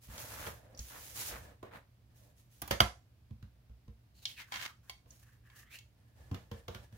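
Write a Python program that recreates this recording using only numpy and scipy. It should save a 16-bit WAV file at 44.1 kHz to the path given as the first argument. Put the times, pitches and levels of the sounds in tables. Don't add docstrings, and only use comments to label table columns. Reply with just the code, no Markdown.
import sys
import numpy as np
from scipy import signal
from scipy.fft import rfft, irfft, next_fast_len
from scipy.io import wavfile
from scipy.ndimage import map_coordinates

SR = 44100
rng = np.random.default_rng(int(sys.argv[2]) if len(sys.argv) > 2 else 0)


def unload_wav(signal):
    wavfile.write(
        sys.argv[1],
        SR,
        np.round(np.clip(np.atleast_2d(signal).T, -1, 1) * 32767).astype(np.int16),
    )


N = 307597
T = np.arange(SR // 2) / SR
TOP_HZ = 15850
RUMBLE_DB, LEAN_DB = -65.5, 5.5
BODY_DB, BODY_DB_PER_OCTAVE, BODY_FROM_HZ = -18, 7.5, 109

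# start in seconds, length in seconds, hiss in dB.
PUSH_ROWS = [(0.0, 0.055, -64.5), (0.08, 0.078, -58.5), (0.165, 0.31, -52), (0.765, 0.41, -56.5),
             (1.135, 0.14, -46.5), (1.32, 0.068, -64), (1.71, 0.055, -75), (2.135, 0.028, -68),
             (2.2, 0.071, -77.5), (2.345, 0.048, -73), (2.49, 0.23, -70)]
# start in seconds, length in seconds, rub in dB, bench-top drone in dB.
RUB_ROWS = [(0.095, 0.3, -53.5, -56.5), (0.355, .12, -45, -53.5), (0.52, 0.26, -72, -63),
            (0.897, 0.069, -53, -56.5), (1.15, 0.18, -59, -70), (1.305, 0.053, -49.5, -54.5),
            (1.39, 0.13, -69.5, -65), (1.627, .045, -60.5, -61), (1.708, 0.051, -54.5, -55.5),
            (2.19, 0.094, -90, -71), (5.04, .1, -85, -75)]
# start in seconds, length in seconds, level in dB.
SLEEVE_ROWS = [(0.06, 0.069, -63.5), (0.15, .37, -59.5), (0.55, 0.34, -76), (0.95, 0.49, -65.5),
               (1.28, 0.17, -63), (2.08, .2, -76), (5.93, 0.27, -77), (6.14, 0.28, -65),
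               (6.5, 0.078, -62.5), (6.68, 0.12, -61.5), (6.9, 0.083, -64.5)]
# start in seconds, crack in dB, clack in dB, steel ring in dB, thud in dB.
RULER_HITS = [(2.6174, -43.5, -54.5, -41, -51.5), (2.676, -50, -62.5, -48, -60),
              (2.7079, -29, -36.5, -42, -39), (2.8025, -26, -17, -34.5, -31)]
# start in seconds, length in seconds, wedge whistle in dB, hiss in dB.
SCRAPE_ROWS = [(4.135, .11, -68, -72.5), (4.25, 0.064, -55.5, -63.5), (4.355, 0.039, -46.5, -61.5),
               (4.45, .065, -66, -74.5), (4.51, 0.14, -49.5, -58), (4.67, 0.035, -63, -87),
               (4.82, 0.072, -69, -75), (5.06, 0.17, -85, -74.5), (5.2, .15, -71, -80),
               (5.42, 0.12, -66.5, -80), (5.54, 0.057, -61.5, -65), (5.61, .08, -65, -84),
               (5.688, 0.07, -52.5, -63.5)]
# start in seconds, length in seconds, level in dB.
DIG_ROWS = [(4.372, 0.034, -50.5), (4.51, 0.15, -47)]
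# time in seconds, nominal resonance in Hz.
WEDGE_PATH = [(4.2, 4420), (4.36, 2950), (4.4, 2370), (4.48, 1620), (4.62, 1800), (4.71, 1240), (4.9, 1684),
              (5.66, 1846), (5.77, 2830)]
# start in seconds, level in dB, brightest Hz, spread in octaves.
FLICK_ROWS = [(0.179, -37, 7000, 1.3), (0.748, -51, 5240, 0.11), (0.774, -42, 5870, 0.11),
              (0.7914, -33.5, 5950, 0.24), (4.2539, -21.5, 3720, 0.5), (4.5213, -28.5, 1210, 1.16),
              (4.8958, -31, 2230, 1.9), (5.106, -44, 6300, 0.22), (5.4998, -52, 1730, 0.79),
              (5.787, -42, 4270, 1.1)]
# start in seconds, thud in dB, knock in dB, tick in dB, strongest thud Hz.
BUMP_ROWS = [(0.083, -38.5, -70, -64, 70.4), (0.139, -43, -64, -61.5, 119),
             (0.464, -47, -41.5, -48.5, 147.5), (0.788, -36.5, -65, -74, 55.7),
             (1.319, -45, -47, -52, 65.15), (1.627, -48, -43, -60, 136), (3.307, -33, -66.5, -73, 90),
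             (3.425, -35.5, -67, -63.5, 74), (3.694, -43.5, -72, -78, 65.9), (3.878, -37.5, -64, -70.5, 85),
             (5.058, -56, -64, -75, 69), (6.312, -24, -47, -56, 89), (6.343, -34.5, -48, -49, 105),
             (6.513, -31, -45.5, -52, 99), (6.68, -33.5, -42.5, -46.5, 77), (6.746, -41, -53, -47.5, 108),
             (6.924, -41, -71, -67.5, 95.7)]

# frequency in Hz, relative level in dB, t60 in seconds.
CLACK_MODES = [(643, -23.5, 0.046), (1017, -17.5, .05), (1357, -10, 0.035), (1537, -12, 0.027),
               (2200, -14, 0.023), (3000, -0.5, 0.013), (3224, 0.5, 0.012), (3680, -9, 0.01),
               (4770, -9.5, .018), (5850, -12.5, .015)]
STEEL_MODES = [(6750, -5, .04), (10080, -0.5, 0.044), (10400, -3, 0.033), (11150, -6, 0.051),
               (12500, 1, 0.04), (14000, -1, .04), (15120, -2, 0.035)]
SHEET_MODES = [(808, -2.5, 0.062), (1020, -1, 0.045), (2215, -3, 0.075), (2880, -23, 0.021),
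               (3230, 1, 0.051), (3614, 0.5, 0.039), (4120, 5, 0.02), (4620, 3.5, 0.021),
               (5670, -4.5, 0.036), (6670, 2, 0.028), (8850, -29, .02)]
BENCH_MODES = [(60.4, -6, 0.27), (93.3, -1.5, 0.13), (109.6, -2.5, .14), (166, -11, 0.11),
               (207.3, -9.5, 0.16)]
BODY_MODES = [(176, -8.5, 0.27), (215, 2, 0.17), (239, -10, 0.16), (274, -12, 0.15)]
PANEL_MODES = [(371, -2, 0.08), (467.5, -0.5, 0.11), (562, -5.5, 0.068), (682, -9.5, 0.096),
               (903, -10, 0.031), (1040, 3, 0.028)]

# frequency in Hz, relative level in dB.
HISS_SPECTRUM = [(1200, -6), (2500, -3), (4500, -3.5), (6500, -0.5), (8200, -4.5), (11000, -3),
                 (15500, -2.5)]
RUB_SPECTRUM = [(550, -19.5), (850, 1), (1250, 0), (1700, 0), (2500, -7.5), (4000, -14), (7000, -41.5)]
DRONE_SPECTRUM = [(150, -7), (280, -5.5), (380, -14), (520, -1.5), (640, -1.5), (800, -12.5), (1400, -32.5)]
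RASP_SPECTRUM = [(200, -12.5), (400, -18.5), (700, -14.5), (1200, -5), (2300, -2), (3200, -6), (4300, -8),
                 (6500, -13), (8500, -22.5), (15500, -28)]
SLEEVE_SPECTRUM = [(180, -48), (300, -8), (423, -11.5), (515, -4.5), (1540, -18.5), (1730, -6),
                   (1910, -18.5), (15000, -28.5)]
CRACK_SPECTRUM = [(150, -2.5), (400, -1), (700, 0.5), (1200, -3), (2000, -6), (3200, -7.5), (4500, -10),
                  (6300, -12.5), (8200, -20), (10500, -16.5), (15500, -20.5)]
SPLASH_SPECTRUM = [(3000, -14.5), (6000, -5.5), (8500, -12.5), (10300, -0.5), (13000, 1), (15500, -0.5)]
TICK_SPECTRUM = [(500, -17), (1200, 4), (2200, 0.5), (3200, 3.5), (4500, -4), (6500, -4.5), (8500, -16.5),
                 (15000, -9)]
KNOCK_SPECTRUM = [(150, -14), (280, 6.5), (350, -11), (500, 7.5), (900, -2.5), (1500, -10.5), (3000, -33)]
RUMBLE_SPECTRUM = [(20, -34.5), (40, -11), (60, -1.5), (85, -5), (115, -3.5), (150, -16.5), (300, -29.5),
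                   (600, -47)]
AIR_SPECTRUM = [(100, 1), (220, 1.5), (400, -8), (600, -8), (1000, -13), (2500, -16), (5000, -19.5),
                (8000, -29), (12000, -25), (15800, -23.5)]
WALL_SPECTRUM = [(80, -9), (300, -3), (700, 0), (2000, 0.5), (4000, -2.5), (8000, -5), (15000, -3)]

# frequency in Hz, amplitude in dB before trim.
HUM_TONES = [(64.6, -73), (118.4, -66.5)]
# frequency in Hz, correlation from 0 to 1.
CHANNEL_LIKENESS = [(100, 0.97), (300, 0.65), (550, 0.46), (1100, 0.031), (3000, 0)]
# frequency in Hz, t60 in seconds.
ROOM_T60 = [(100, 0.2), (500, .26), (3000, 0.23), (8000, 0.32), (15000, .18)]


def amp(db):
    return 10 ** (np.asarray(db) / 20)


def unit(x):
    return x / np.sqrt(np.mean(x ** 2) + 1e-20)


def blow(x):
    return x / np.sqrt(np.mean(x[:, :SR // 100] ** 2))


def along(points, hz):
    f, v = np.transpose(points)
    return np.interp(np.log(hz + 1), np.log(f + 1), v)


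def wobble(knots_per_s):
    knots = rng.standard_normal(int(N * knots_per_s / SR) + 4)
    return map_coordinates(knots, [np.arange(N) * knots_per_s / SR])


def filtered(x, response):
    n = x.shape[-1]
    m = next_fast_len(n + 8192)
    return irfft(rfft(x, m) * response(np.fft.rfftfreq(m, 1 / SR)), m)[..., :n]


def coloured(pair, spectrum):
    def mid_side_gain(hz):
        angle = np.arccos(np.clip(along(CHANNEL_LIKENESS, hz), -1, 1)) / 2
        return amp(along(spectrum, hz)) * [np.cos(angle), np.sin(angle)]
    mid, side = filtered(pair, mid_side_gain)
    return unit(np.array([mid + side, mid - side]))


def add(track, start_s, sound):
    part = track[:, round(start_s * SR):][:, :sound.shape[1]]
    part += sound[:, :part.shape[1]]


def rise(seconds):
    return 1 - np.exp(-(T / seconds) ** 2)


def around(centre_hz, octaves):
    return lambda hz: 1 / (1 + (np.log2((hz + 1) / centre_hz) / octaves) ** 2)


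def grit(slips_per_s, spread_db):
    slips = rng.random(N) < slips_per_s / SR
    size = amp(spread_db * np.minimum(rng.exponential(size=N), 4))
    return unit(slips * size * rng.standard_normal((2, N)))


def ring(modes, scatter_db, attack_s, colour=lambda hz: 1):
    out = np.zeros((2, len(T)))
    for hz, db, t60_s in modes:
        phase = rng.uniform(-2.0, 1.4) * min(hz / 1000, 1) * np.array([[1], [-1]])
        envelope = amp(db + scatter_db * rng.normal() - 60 * T / t60_s)
        out += colour(hz) * envelope * np.sin(2 * np.pi * hz * T + phase)
    return blow(out * rise(attack_s))


def burst(spectrum, t60_s, attack_s):
    noise = coloured(rng.standard_normal((2, len(T))), spectrum)
    return blow(noise * amp(-60 * T / t60_s) * rise(attack_s))


def excite(force, modes):
    response = ring(modes, scatter_db=0.5, attack_s=0.00089)
    return unit(signal.fftconvolve(force, response, axes=1)[:, :N])


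def strokes(rows, attack_s, swell_db, fade_db_per_s):
    power = np.zeros((len(rows[0]) - 2, N))
    age_s = np.arange(SR) / SR
    onset = 1 - np.exp(-(age_s / attack_s) ** 2)
    for start_s, length_s, *levels_db in rows:
        swell = swell_db * np.minimum(age_s / length_s - 1, 0)
        fade = fade_db_per_s * np.maximum(age_s - length_s, 0)
        add(power, start_s, np.outer(amp(levels_db), amp(swell - fade) * onset) ** 2)
    return np.sqrt(power)


def in_room(x, wet_db):
    noise = coloured(rng.standard_normal((2, len(T))), WALL_SPECTRUM)
    hz, t, z = signal.stft(noise, SR, nperseg=256)
    decay = amp(-60 * t / along(ROOM_T60, hz)[:, None])
    tail = signal.istft(z * decay, SR, nperseg=256)[1][:, :len(T)]
    tail = tail * np.clip((T - .003) / 0.0046, 0, 1)
    wet = signal.fftconvolve(x, tail / np.linalg.norm(tail[0]), axes=1)[:, :x.shape[1]]
    return x + amp(wet_db) * wet


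def arms():
    return strokes(SLEEVE_ROWS, attack_s=0.026, swell_db=0.5, fade_db_per_s=129.5)[0]


def background():
    t = np.arange(N) / SR
    hum = np.zeros(N)
    for hz, db in HUM_TONES:
        level = amp(db - 0.5 + 0.64 * wobble(8.7))
        hum += level * np.sin(2 * np.pi * hz * t + .5 * wobble(3.3))
    rumble_level = np.hypot(amp(RUMBLE_DB), amp(LEAN_DB) * arms())
    rumble = rumble_level * coloured(rng.standard_normal((2, N)), RUMBLE_SPECTRUM)
    air = amp(-72.5) * coloured(rng.standard_normal((2, N)), AIR_SPECTRUM)
    return hum + rumble + air


def bumps():
    out = np.zeros((2, N))
    for start_s, db, knock_db, tick_db, thud_hz in BUMP_ROWS:
        body_db = db + BODY_DB + BODY_DB_PER_OCTAVE * np.log2(thud_hz / BODY_FROM_HZ)
        favour = around(thud_hz, octaves=0.41)
        thud = amp(db - 11.5) * ring(BENCH_MODES, scatter_db=3.0, attack_s=0.0081, colour=favour)
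        body = amp(body_db) * ring(BODY_MODES, scatter_db=4.0, attack_s=0.0036)
        panel = amp(-6) * ring(PANEL_MODES, scatter_db=-2.5, attack_s=0.0026)
        knock = amp(-7.5) * burst(KNOCK_SPECTRUM, t60_s=0.052, attack_s=0.0028)
        tick = amp(tick_db) * burst(TICK_SPECTRUM, t60_s=0.027, attack_s=0.0023)
        add(out, start_s, thud + body + in_room(amp(knock_db) * (panel + knock) + tick, wet_db=-4.5))
    return out


def ruler():
    out = np.zeros((2, N))
    for start_s, crack_db, clack_db, steel_db, thud_db in RULER_HITS:
        crack = amp(crack_db) * burst(CRACK_SPECTRUM, t60_s=.04, attack_s=0.0039)
        clack = amp(clack_db) * ring(CLACK_MODES, scatter_db=-0.5, attack_s=0.0023)
        steel_ring = amp(-4.5) * ring(STEEL_MODES, scatter_db=0.0, attack_s=.001)
        splash = amp(0.5) * burst(SPLASH_SPECTRUM, t60_s=0.032, attack_s=.001)
        steel = amp(steel_db) * (steel_ring + splash)
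        thud = amp(thud_db) * ring(BENCH_MODES, scatter_db=0, attack_s=0.0087)
        metal = in_room(crack, wet_db=-4.5) + in_room(clack + steel, wet_db=-17.5)
        add(out, start_s, metal * amp([[-1], [1]]) + thud)
    return out


def flicks():
    out = np.zeros((2, N))
    for start_s, db, bright_hz, octaves in FLICK_ROWS:
        grip = around(bright_hz, octaves)
        snap = blow(filtered(burst(HISS_SPECTRUM, t60_s=0.032, attack_s=0.00064), grip))
        modes = ring(SHEET_MODES, scatter_db=2.0, attack_s=0.0006, colour=grip)
        flick = amp(-14.0) * modes + amp(-15.5) * snap
        add(out, start_s, amp(db) * in_room(flick, wet_db=-8.5))
    return out


def air_wedge(octaves=0.12):
    hz, t, z = signal.stft(grit(slips_per_s=4000, spread_db=0), SR, nperseg=512)
    tremble = 1 + 0.018 * rng.standard_normal(len(t))
    centre_hz = np.interp(t, *np.transpose(WEDGE_PATH)) * tremble

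    def peak(ratio):
        return around(ratio * centre_hz, octaves)(hz[:, None])
    peaks = peak(0.97) + amp(-9.5) * peak(0.665) + amp(-13.5) * peak(1.57)
    mid, side = signal.istft(z * peaks / np.sqrt(centre_hz), SR, nperseg=512)[1][:, :N]
    return unit(mid + amp(-6.0) * np.array([side, -side]))


def scraping(chatter_db=3):
    whistle, hiss = strokes(SCRAPE_ROWS, attack_s=0.021, swell_db=4, fade_db_per_s=330)
    chatter, = strokes(DIG_ROWS, attack_s=0.021, swell_db=1, fade_db_per_s=552)
    wedge = air_wedge()
    unevenness = amp(chatter_db * wobble(200))
    slips = unevenness * coloured(grit(slips_per_s=1800, spread_db=-1.5), RASP_SPECTRUM)
    edge = amp(2.5) * slips + amp(-3) * excite(slips, SHEET_MODES)
    fizz = coloured(grit(slips_per_s=11000, spread_db=0.5), HISS_SPECTRUM)
    scrape = amp(-0.5) * whistle * wedge + chatter * edge + amp(7.5) * hiss * fizz
    return in_room(amp(2.25 * wobble(60)) * scrape, wet_db=-13.0)


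def sliding():
    hiss, = strokes(PUSH_ROWS, attack_s=0.022, swell_db=2.5, fade_db_per_s=210)
    rub, drone = strokes(RUB_ROWS, attack_s=0.0047, swell_db=6.5, fade_db_per_s=294)
    pressure = amp(2 * wobble(32))
    metal = amp(5.5) * hiss * coloured(grit(slips_per_s=9000, spread_db=1.5), HISS_SPECTRUM)
    steel = amp(-5) * hiss * excite(rng.standard_normal((2, N)), STEEL_MODES)
    hands = amp(0.5) * rub * coloured(grit(slips_per_s=2700, spread_db=1.5), RUB_SPECTRUM)
    top = drone * coloured(grit(slips_per_s=2000, spread_db=0.0), DRONE_SPECTRUM)
    sleeves = amp(-1.5) * arms() * coloured(grit(slips_per_s=13000, spread_db=-1), SLEEVE_SPECTRUM)
    return in_room(pressure * (metal + steel + hands + top + sleeves), wet_db=-12)


def scene():
    mix = sliding() + scraping() + flicks() + ruler() + bumps() + background()
    return mix * amp([[-.8], [.6]])


def record(dry):
    def response(hz):
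        bass_cut = hz ** 2 / np.hypot(hz ** 2, 35 ** 2)
        return bass_cut / (1 + (hz / TOP_HZ) ** 200)
    return filtered(dry, response)


dry = scene()
out = record(dry)
unload_wav(out)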